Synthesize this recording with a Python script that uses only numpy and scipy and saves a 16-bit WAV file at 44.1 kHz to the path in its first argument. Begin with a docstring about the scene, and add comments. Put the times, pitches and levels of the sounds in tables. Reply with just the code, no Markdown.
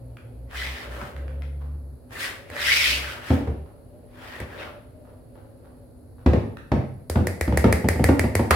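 """A wire whisk works thick batter in a plastic bowl, in a small tiled kitchen with a steady faint murmur.
First come slow strokes: random jerks, filtered, scrape the wall while batter folds, wires touch and a low hum
comes and goes. Now and then the bowl bumps the stone counter, a mix of decaying tones and noise; lumps plop.
The end is fast beating: wires clack on the wall about six times a second and the bowl knocks in between."""
import sys
import numpy as np
from scipy import signal
from scipy.fft import rfft, irfft, next_fast_len
from scipy.io import wavfile
from scipy.ndimage import uniform_filter1d, map_coordinates

SR = 44100
rng = np.random.default_rng(int(sys.argv[2]) if len(sys.argv) > 2 else 0)


def dump_mix(stems):
    """Bounce the given channels to the path in sys.argv[1] as a 16-bit WAV at rate SR."""
    frames = np.atleast_2d(stems).T  # one column per channel
    limited = np.clip(frames, -1, 1)  # hard clip at full scale
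    pcm = np.round(limited * 32767).astype(np.int16)
    wavfile.write(sys.argv[1], SR, pcm)


N = 377055
TIME = np.arange(N) / SR  # seconds from the start
AGE = np.arange(SR * 3 // 4) / SR  # seconds since a short sound began

# Tone colour of a wire touching or ploughing through batter. Each row: frequency in Hz, level in dB per Hz.
TOUCH_COLOUR = [(200, -26), (900, -10), (1600, 0.5), (3200, -14), (4600, -21.5), (7000, -28), (15000, -32)]
# Tone colour of the high sizzle and spatter. Each row: frequency in Hz, level in dB per Hz.
SIZZLE_COLOUR = [(3000, -24.5), (6300, -4.5), (8200, -3), (11000, -4), (16000, -10)]
# Tone colour of wet batter being squeezed or peeling off. Each row: frequency in Hz, level in dB per Hz.
WET_COLOUR = [(150, -11), (380, 6), (700, 6.5), (1300, 2.5), (2200, -11), (4600, -19.5), (7000, -33),
              (15000, -24.5)]


def amp(db):
    """Turn decibels into a gain."""
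    return 10 ** (np.asarray(db) / 20)


def unit(x):
    """Scale x to an average (rms) strength of 1."""
    return x / np.sqrt(np.mean(x ** 2) + 1e-20)


def along(points, hz):
    """Read a curve of (Hz, value) points, with frequency on a log axis."""
    f, v = np.transpose(points)
    return np.interp(np.log(hz + 1), np.log(f + 1), v)


def wobble(rate):
    """A smooth random curve through `rate` random points a second."""
    knots = rng.standard_normal(int(N * rate / SR) + 4)
    return map_coordinates(knots, [np.arange(N) * rate / SR])


def filtered(x, response):
    """Multiply each frequency in x by the gain that response(hz) gives."""
    n = x.shape[-1]
    m = next_fast_len(n + 8192)  # spare room for the filter's tail
    return irfft(rfft(x, m) * response(np.fft.rfftfreq(m, 1 / SR)), m)[..., :n]


def diffuse(pair, spectrum):
    """Mix two unrelated signals into coloured stereo of rms 1, near mono in the bass."""
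    # How alike left and right are. Each row: frequency in Hz, likeness (1 is mono).
    alike = [(80, 0.8), (250, 0.8), (600, 0.26), (2000, 0.18), (6000, 0.038)]

    def mid_side_gains(hz):
        turn = np.arccos(np.clip(along(alike, hz), -1, 1)) / 2
        return amp(along(spectrum, hz)) * [np.cos(turn), np.sin(turn)]

    mid, side = filtered(pair, mid_side_gains)
    return unit(np.array([mid + side, mid - side]))


def noise(spectrum, size):
    """Coloured stereo noise of rms 1."""
    return diffuse(rng.standard_normal((2, size)), spectrum)


def pulse(spectrum, size):
    """The sharpest click with this colour that has nothing before its start (minimum phase), peak 1."""
    level = amp(along(spectrum, np.fft.rfftfreq(size, 1 / SR)))
    cepstrum = irfft(np.log(level), size)
    # folding the second half onto the first moves the energy as early as it can be
    cepstrum[1:size // 2] *= 2
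    cepstrum[size // 2 + 1:] = 0
    p = irfft(np.exp(rfft(cepstrum)), size)
    return p / np.abs(p).max()


def fade(t60, attack):
    """Loudness shape of a blow: a quick rise, then a fall of 60 dB in t60 seconds."""
    return amp(-60 * AGE / t60) * (1 - np.exp(-AGE / attack))


def ring(hz, t60, attack):
    """One tone that rises quickly and dies away, like one vibration of a struck thing."""
    return np.sin(2 * np.pi * hz * AGE) * fade(t60, attack)


def add(track, s, sound):
    """Mix a short sound into the track at s seconds."""
    part = track[:, round(s * SR):][:, :len(AGE)]
    part += sound[..., :part.shape[1]]


def kitchen(x, wet_db, gap=0.0078):
    """Add the answer of the tiled walls: noise that swells over `gap` seconds, each pitch dying at its own speed."""
    # How long the room rings. Each row: frequency in Hz, time to fall by 60 dB in seconds.
    ring_times = [(70, 0.82), (200, 0.63), (1000, 0.53), (3000, 0.53), (8000, 0.46), (15000, 0.44)]
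    flat_noise = noise([(20, 0), (20000, 0)], size=len(AGE))
    hz, t, z = signal.stft(flat_noise, SR, nperseg=256)
    dying = z * amp(-60 * t / along(ring_times, hz)[:, None])
    tail = signal.istft(dying, SR, nperseg=256)[1][:, :len(AGE)]
    tail = tail * (1 - np.exp(-(AGE / gap) ** 2))
    tail = tail / np.linalg.norm(tail[0])
    x = np.atleast_2d(x)
    return x + amp(wet_db) * signal.fftconvolve(x, tail, axes=1)[:, :x.shape[1]]


def knocks():
    """The heavy bowl lands and rocks back: a slow boom, the ring of its wall, a dull thud and a crack."""
    # Bumps on the counter. Each row: start in seconds, then relative levels in dB: whole knock, boom, crack.
    bumps = [(1.014, -34, -21, 0.5), (3.303, -9.5, -10.5, -16), (3.404, -26.5, -12, -14.5),
             (3.473, -22.5, -2.5, -15), (4.402, -31.5, -5.5, -7.5), (6.261, -6.5, -9, -14),
             (6.333, -11, -11.5, -13), (6.717, -9, -16, -14.5), (7.156, -8.5, -10, -16.5),
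             (7.477, -16, -7, -14.5), (7.522, -14.5, -16, -22), (7.641, -5, -17, -13),
             (7.842, -13, -14, -24), (7.957, -21, -8, -15), (7.994, -11, -16, -21.5),
             (8.088, -5.5, -14.5, -15.5), (8.239, -12.5, -15, -17.5), (8.393, -12.5, -16, -14),
             (8.508, -22, -9, 13.5)]
    # Tones of the loaded bowl, before chance shifts. Each row: frequency in Hz, relative level in dB,
    # time to fall by 60 dB in seconds.
    modes = [(101.6, -1, 0.52), (125.8, 1, 0.28), (139, -9, 0.3), (190.2, -5.5, 0.32), (227.6, 0.5, 0.42),
             (259.7, 4.5, 0.24), (264.3, -2, 0.122), (304, 2, 0.14), (367.6, -3.5, 0.33),
             (424.5, -11, 0.05), (494.6, -4, 0.38), (565.5, -11.5, 0.64), (683, -16, 0.2), (841, -9, 0.15)]
    # How strongly a middling knock rings the wall. Each row: frequency in Hz, relative level in dB.
    wall_tilt = [(200, -8), (265, -11)]
    # Tone colours of thud and crack. 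Each row: frequency in Hz, level in dB per Hz.
    thud_colour = [(40, -43), (90, 7), (250, 2.5), (500, -2), (700, -6.5), (920, -7.5), (1100, -44.5),
                   (2500, -28.5), (8000, -60.5)]
    crack_colour = [(300, -32), (800, 5), (1300, 5.5), (2100, -2.5), (3000, -11), (5000, -17),
                    (6500, -24.5), (15000, -34.5)]
    middling_db, damping = -15.5, 0.17  # batter damps hard knocks more: dB of ring lost per dB of force
    rebound_s, rebound_db = 0.034, -17.5  # typical wait and relative level of the one rock back
    out, n = np.zeros((2, N)), len(AGE)
    for s, db, boom_db, crack_db in bumps:
        # each tone's strength and pitch vary by chance from knock to knock
        chance = rng.standard_normal((len(modes), 2))
        ring_db = -damping * (db - middling_db)
        wall = np.zeros(n)
        for k, ((hz, level, t60), (a, b)) in enumerate(zip(modes, chance)):
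            strength = amp(level + along(wall_tilt, hz) + 1.22 * a)
            sign = (-1) ** k  # neighbouring tones start in opposite directions
            wall += sign * strength * ring(hz * (1 + 0.0077 * b), t60, attack=0.0024)
        rattle = unit(noise(thud_colour, size=n)[0] * fade(t60=0.11, attack=0.0015))
        thud = amp(-26) * rattle - amp(-11) * pulse(thud_colour, size=n)
        boom_hz = 75 * (1 + 0.048 * rng.standard_normal())
        boom = amp(boom_db + 13) * ring(boom_hz, t60=0.23, attack=0.0114)
        crack = amp(crack_db + 3) * noise(crack_colour, size=n) * fade(t60=0.036, attack=0.00097)
        landing = amp(ring_db - 2.5) * wall + boom + kitchen(thud + crack, wet_db=-0.5)
        add(out, s, amp(db) * landing)
        wait = rebound_s * np.exp(0.25 * rng.standard_normal())
        add(out, s + wait, amp(db + rebound_db) * thud)
    return out


def clacks():
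    """A wire snaps on the wall amid a short burst of bright wire noise; the loops clink, the bowl thumps."""
    # Strikes on the wall. Each row: start in seconds, relative level in dB, relative clink level in dB.
    strikes = [(2.5002, -37, 3.5), (4.4016, -36, 6), (7.0981, -20, -19), (7.2698, -19.5, -3),
               (7.4104, -18, -1.5), (7.5731, -14.5, -2.5), (7.7255, -14.5, 0), (7.8863, -13.5, -1.5),
               (8.0409, -13.5, -1), (8.1936, -16, 0.5), (8.3522, -15, -2.5), (8.5077, -14, -2),
               (8.513, -18, -1.5)]
    # Tone colours of snap, bright wire noise and clink. Each row: frequency in Hz, level in dB per Hz.
    snap_colour = [(60, -28.5), (200, 17), (500, 22.5), (850, 12), (1200, 3.5), (2400, -9), (3300, -15),
                   (4800, 2), (6200, -19.5), (9000, -7.5), (16000, -27.5)]
    wire_colour = [(1000, -23.5), (3300, -8), (4700, -3.5), (6200, -6.5), (8000, -3), (10300, -1),
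                   (13000, -6.5), (16000, -15)]
    clink_colour = [(900, -12.5), (1500, -9.5), (1900, 4.5), (2250, -2.5), (2800, -17), (5000, -44)]
    out, n = np.zeros((2, N)), len(AGE)
    for s, db, ring_db in strikes:
        snap = amp(4) * pulse(snap_colour, size=n) + amp(ring_db + 5.5) * pulse(clink_colour, size=n)
        snap = np.roll(snap, round(0.001415 * SR))  # the snap comes 1.4 ms after the noise sets in
        wires = amp(-32) * unit(noise(wire_colour, size=n) * fade(t60=0.021, attack=0.00062))
        clink = amp(ring_db - 30) * unit(noise(clink_colour, size=n) * fade(t60=0.046, attack=0.001))
        # the treble is heard mostly off the tiles
        tiles = kitchen(amp(-43) * unit(pulse(wire_colour, size=n)), wet_db=6.5)
        thump_hz = 85 * (1 + 0.087 * rng.standard_normal())
        thump = amp(10) * ring(thump_hz, t60=0.15, attack=0.02)  # the bowl's low answer
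        # batter flung on the wall
        spatter = amp(-21) * noise(SIZZLE_COLOUR, size=n) * fade(t60=0.13, attack=0.0047)
        # the whisk ploughs on
        slosh = amp(-16.5) * noise(TOUCH_COLOUR, size=n) * fade(t60=0.17, attack=0.014)
        clack = kitchen(snap, wet_db=-3.5) + wires + clink + tiles + thump + spatter + slosh
        add(out, s, amp(db) * clack)
    return out


def scrapes():
    """Wires slip over the plastic in thousands of tiny jerks; a resonance moves with the place of contact."""
    # Tones of the wire loops when rubbed. Each row: frequency in Hz, relative level in dB.
    loop_tones = [(1918, -5.5), (2235, 10), (2385, 7.5), (2470, 11), (2555, 10), (3585, -8), (3700, -10.5)]
    # Tone colour of the scraping. Each row: frequency in Hz, level in dB per Hz.
    scrape_colour = [(250, -30.5), (700, -29), (1100, -11.5), (1600, -3), (2500, -2), (3100, 0.5),
                     (4200, -3), (5300, -2), (6500, -18), (10000, -36)]
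    slips_per_s = 9000  # average number of jerks

    def loop_response(f):
        return 1 + sum(amp(db - 13.5) / (1 + ((f - hz) / 14) ** 2) for hz, db in loop_tones)

    db, centre_hz, sizzle_db = pushes()
    slips = rng.standard_normal((2, N)) * (rng.random(N) < slips_per_s / SR)
    slips = slips * amp(0.43 * wobble(130))
    hz, t, z = signal.stft(filtered(diffuse(slips, scrape_colour), loop_response), SR, nperseg=512)
    hz_column = hz[:, None]
    centre = np.interp(t, TIME, centre_hz * (1 + 0.07 * wobble(35)))
    gain = 1 + amp(8) / (1 + ((hz_column - centre) / 190) ** 2)  # the moving resonance
    gain = gain / np.sqrt(1 + (hz_column / (1.91 * centre)) ** 4)  # slow, low strokes are duller
    pressure_db = np.interp(t, TIME, np.clip(db, -48, -20)) + 33
    octaves = np.log2(np.clip(hz_column, 700, 6000) / 2000)
    gain = gain * amp(0.24 * pressure_db[None] * octaves)  # pressing brightens
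    # even out the strength, so colour leaves the level alone
    weights = np.mean(np.abs(z[0]) ** 2, axis=1)
    gain = gain / np.sqrt(np.average(gain ** 2, axis=0, weights=weights))
    # random louder and softer patches in time and pitch
    patches = uniform_filter1d(rng.standard_normal(gain.shape), size=4, axis=0)
    patches = unit(uniform_filter1d(patches, size=4, axis=1))
    gain = gain * amp(3 * patches)
    rasp = unit(signal.istft(z * gain, SR, nperseg=512)[1][:, :N])
    sizzle = amp(sizzle_db + 2) * diffuse(slips, SIZZLE_COLOUR)
    # batter squeezed aside: above a low limit, no louder when pressed harder
    squish = amp(np.minimum(db + 0.5, -47)) * diffuse(slips, WET_COLOUR)
    heard = kitchen(amp(db) * (rasp + sizzle) + squish, wet_db=-6)
    return amp([[0.3], [-0.9]]) * heard  # left a little louder than right


def pushes():
    """Level, resonance and sizzle of the scraping: pushes swell, sag and let go; the stronger set more of the colour."""
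    # Pushes along the wall. Each row: start in seconds, rise in seconds, hold in seconds, relative level in dB,
    # resonance in Hz, its glide in Hz per second, relative sizzle level in dB.
    strokes = [(0.495, 0.091, 0.086, -34, 2000, -1.5, -15.5),
               (0.649, 0.064, 0.12, -39.5, 1950, -1500, -16.5),
               (0.866, 0.069, 0.14, -45.5, 1450, -2.5, -14),
               (2.095, 0.047, 0.065, -42.5, 1700, 2501, -10.5), (2.157, 0.063, 0.039, -30, 1780, -1, -12),
               (2.517, 0.22, 0.17, -19, 2000, 1998.5, -15.5),
               (2.865, 0.055, 0.057, -29.5, 2300, -3000, -13.5),
               (2.991, 0.069, 0.072, -36, 1560, -1300, -16), (3.176, 0.13, 0.035, -37, 1850, -1000, -15.5),
               (4.09, 0.21, 0.11, -44.5, 1750, 1201.5, -17), (4.4, 0.17, .04, -48, 1650, -2, -19),
               (4.554, 0.062, 0.02, -40, 1500, -0.5, -23.5)]
    bite_db, sag_db_per_s, release_db_per_s = 29, 9, 202  # swell, easing while held, letting go
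    t = TIME[::64]  # slow curves need few points
    start, rise, hold, level_db, hz, glide, sizzle_db = np.transpose(strokes)[..., None]
    age = t - start - rise
    held = np.clip(age, 0, hold)
    db = level_db - bite_db * np.minimum(age / rise, 0) ** 2
    db = db - sag_db_per_s * held - release_db_per_s * np.maximum(age - hold, 0)
    power = amp(db) ** 2 + 1e-14
    total = power.sum(axis=0)

    def blend(value):
        return (power * value).sum(axis=0) / total

    curves = (10 * np.log10(total), blend(hz + glide * held), blend(sizzle_db))
    return [np.interp(TIME, t, curve) for curve in curves]


def ticks():
    """A wire touches the wall, cushioned by batter: a very short burst of noise."""
    # Light touches. Each row: start in seconds, relative level in dB.
    touches = [(0.1696, -35), (0.5107, -35), (0.9464, -41.5), (1.0144, -36), (1.1642, -31.5), (1.2803, -35),
               (1.4208, -33), (2.1072, -40.5), (2.565, -20), (6.57, -29), (7.5245, -26.5)]
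    out = np.zeros((2, N))
    for s, db in touches:
        touch = unit(noise(TOUCH_COLOUR, size=len(AGE)) * fade(t60=0.015, attack=0.00036))
        add(out, s, amp(db - 32) * kitchen(touch, wet_db=1.5))
    return out


def batter():
    """Thick batter folds over in soft lumps of noise that swell and settle, each with a faint hollow note."""
    # Folds. Each row: time of the crest in seconds, relative level in dB, hollow resonance in Hz.
    folds = [(.02, -50, 528.7), (.33, -48.5, 541), (0.948, -40, 580), (1.3, -44, 525), (2.251, -44, 543),
             (2.571, -40.5, 586), (2.96, -39.5, 588), (3.43, -42, 571), (4.02, -48, 587), (4.501, -40, 589),
             (5.03, -49, 604), (5.4, -51, 545.8), (5.65, -52.5, 559)]
    # Tone colour of the folding. Each row: frequency in Hz, level in dB per Hz.
    fold_colour = [(100, -15.5), (280, -1), (400, -4.5), (490, 0.5), (580, -2), (750, -9), (1200, -28),
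                   (3000, -29.5), (8000, -58)]
    rise_s, fall_s = 0.09, 0.17  # how slowly a fold swells and settles
    crest, level_db, note_hz = np.transpose(folds)[..., None]
    t = TIME[::64]  # slow curves need few points
    pace = np.where(t < crest, rise_s, fall_s)
    power = (amp(level_db) / np.cosh((t - crest) / pace)) ** 2
    total = power.sum(axis=0)
    swell = np.interp(TIME, t, np.sqrt(total))
    hz = np.interp(TIME, t, (power * note_hz).sum(axis=0) / total)
    phase = 2 * np.pi * np.cumsum(hz) / SR
    hollow = unit(wobble(55) * np.sin(phase) + wobble(55) * np.cos(phase))
    lumps = amp(-6.5) * noise(fold_colour, size=N) + amp(-8) * hollow
    return swell * amp(1.8 * wobble(16)) * lumps


def plops():
    """A soft lump of batter peels off the whisk with a wet crackle of random tiny clicks."""
    # Drops from the whisk. Each row: start in seconds, relative level in dB.
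    drops = [(1.17, -57), (1.3, -55), (1.6, -49), (3.65, -55), (4.61, -41), (5.045, -54), (5.346, -52.5),
             (5.622, -54), (6.18, -54.5)]
    clicks_per_s = 700  # average
    out = np.zeros((2, N))
    for s, db in drops:
        bubbles = rng.standard_normal((2, len(AGE))) * (rng.random(len(AGE)) < clicks_per_s / SR)
        add(out, s, amp(db) * diffuse(bubbles, WET_COLOUR) * fade(t60=0.47, attack=0.0078))
    return kitchen(out, wet_db=-0.5)


def hum():
    """A low tone and its octave swell and waver in pitch and strength: a hum, and at last the bowl's low ringing."""
    # Swells of the low hum; the last, at 3.52 s, is the bowl's low ringing after a knock.
    # Each row: start in seconds, length in seconds, pitch in Hz at the middle (before wavering),
    # relative level of the low tone in dB, relative level of the octave in dB.
    swells = [(0, .16, 58.7, -44, -39), (0.233, 0.095, 60, -56.5, -40), (.33, 0.17, 60.5, -39, -47),
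              (0.538, 0.22, 65, -34, -49), (0.856, 0.19, 62, -36.5, -54), (1.144, 0.65, 70, -31, -46.5),
              (1.802, 0.16, 69, -38, -51), (2.614, 0.23, 69, -42.5, -53), (2.874, 0.22, 65.5, -35, -51),
              (3.52, 0.135, 73, -33.5, -48)]
    edge_s, rise_hz_per_s = 0.025, 7  # soft fade in and out; the pitch creeps up
    out = np.zeros(N)
    waver = 1 + 0.013 * wobble(5.1)
    low, octave = amp(0.58 * wobble(20)), amp(1.5 * wobble(14.5))
    for start, length, hz, low_db, octave_db in swells:
        from_middle = TIME - start - length / 2
        gate = 0.5 + 0.5 * np.tanh((length / 2 - np.abs(from_middle)) / edge_s)
        phase = 2 * np.pi * np.cumsum((hz + rise_hz_per_s * from_middle) * waver) / SR
        low_tone = amp(low_db) * low * np.sin(phase)
        octave_tone = amp(octave_db) * octave * np.sin(2 * phase)
        out += gate * (low_tone + octave_tone)
    return np.sqrt(2) * out  # a plain sine has rms 1 after this


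def background():
    """The room's murmur, a faint appliance drone and a thin high whine, all made of coloured noise."""
    # Tone colour of the quiet room. Each row: frequency in Hz, level in dB per Hz.
    murmur_colour = [(15, -31.5), (25, 0), (105, 6), (195, -12.5), (256, -6), (335, -9), (545, -9.5),
                     (1160, -29), (1370, -29), (3250, -47.5), (4370, -34), (5730, -47.5), (8590, -40),
                     (10100, -34), (16000, -45)]
    drone_colour = [(225, -75.5), (246, 5.5), (258, -1), (280, -65.5)]
    whine_colour = [(9000, -54.5), (9750, -22.5), (10000, 0), (10250, -26), (11600, -11), (13000, -52.5)]
    drone = amp(-56.5) * noise(drone_colour, size=N)
    whine = amp(-71) * noise(whine_colour, size=N)
    murmur = amp(-47) * noise(murmur_colour, size=N)
    return murmur + drone + whine


def scene():
    """Everything heard from above the counter."""
    return knocks() + clacks() + ticks() + plops() + scrapes() + batter() + hum() + background()


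def record(dry):
    """The microphone sheds the deepest bass; the recorder clips at full scale and has a band limit."""
    bass_cut = signal.butter(3, 45, "highpass", fs=SR, output="sos")
    lean = signal.sosfilt(bass_cut, dry)
    top_hz = 16000
    return filtered(np.clip(lean, -1, 1), lambda hz: hz < top_hz)


dry = scene()
out = record(dry)
dump_mix(out)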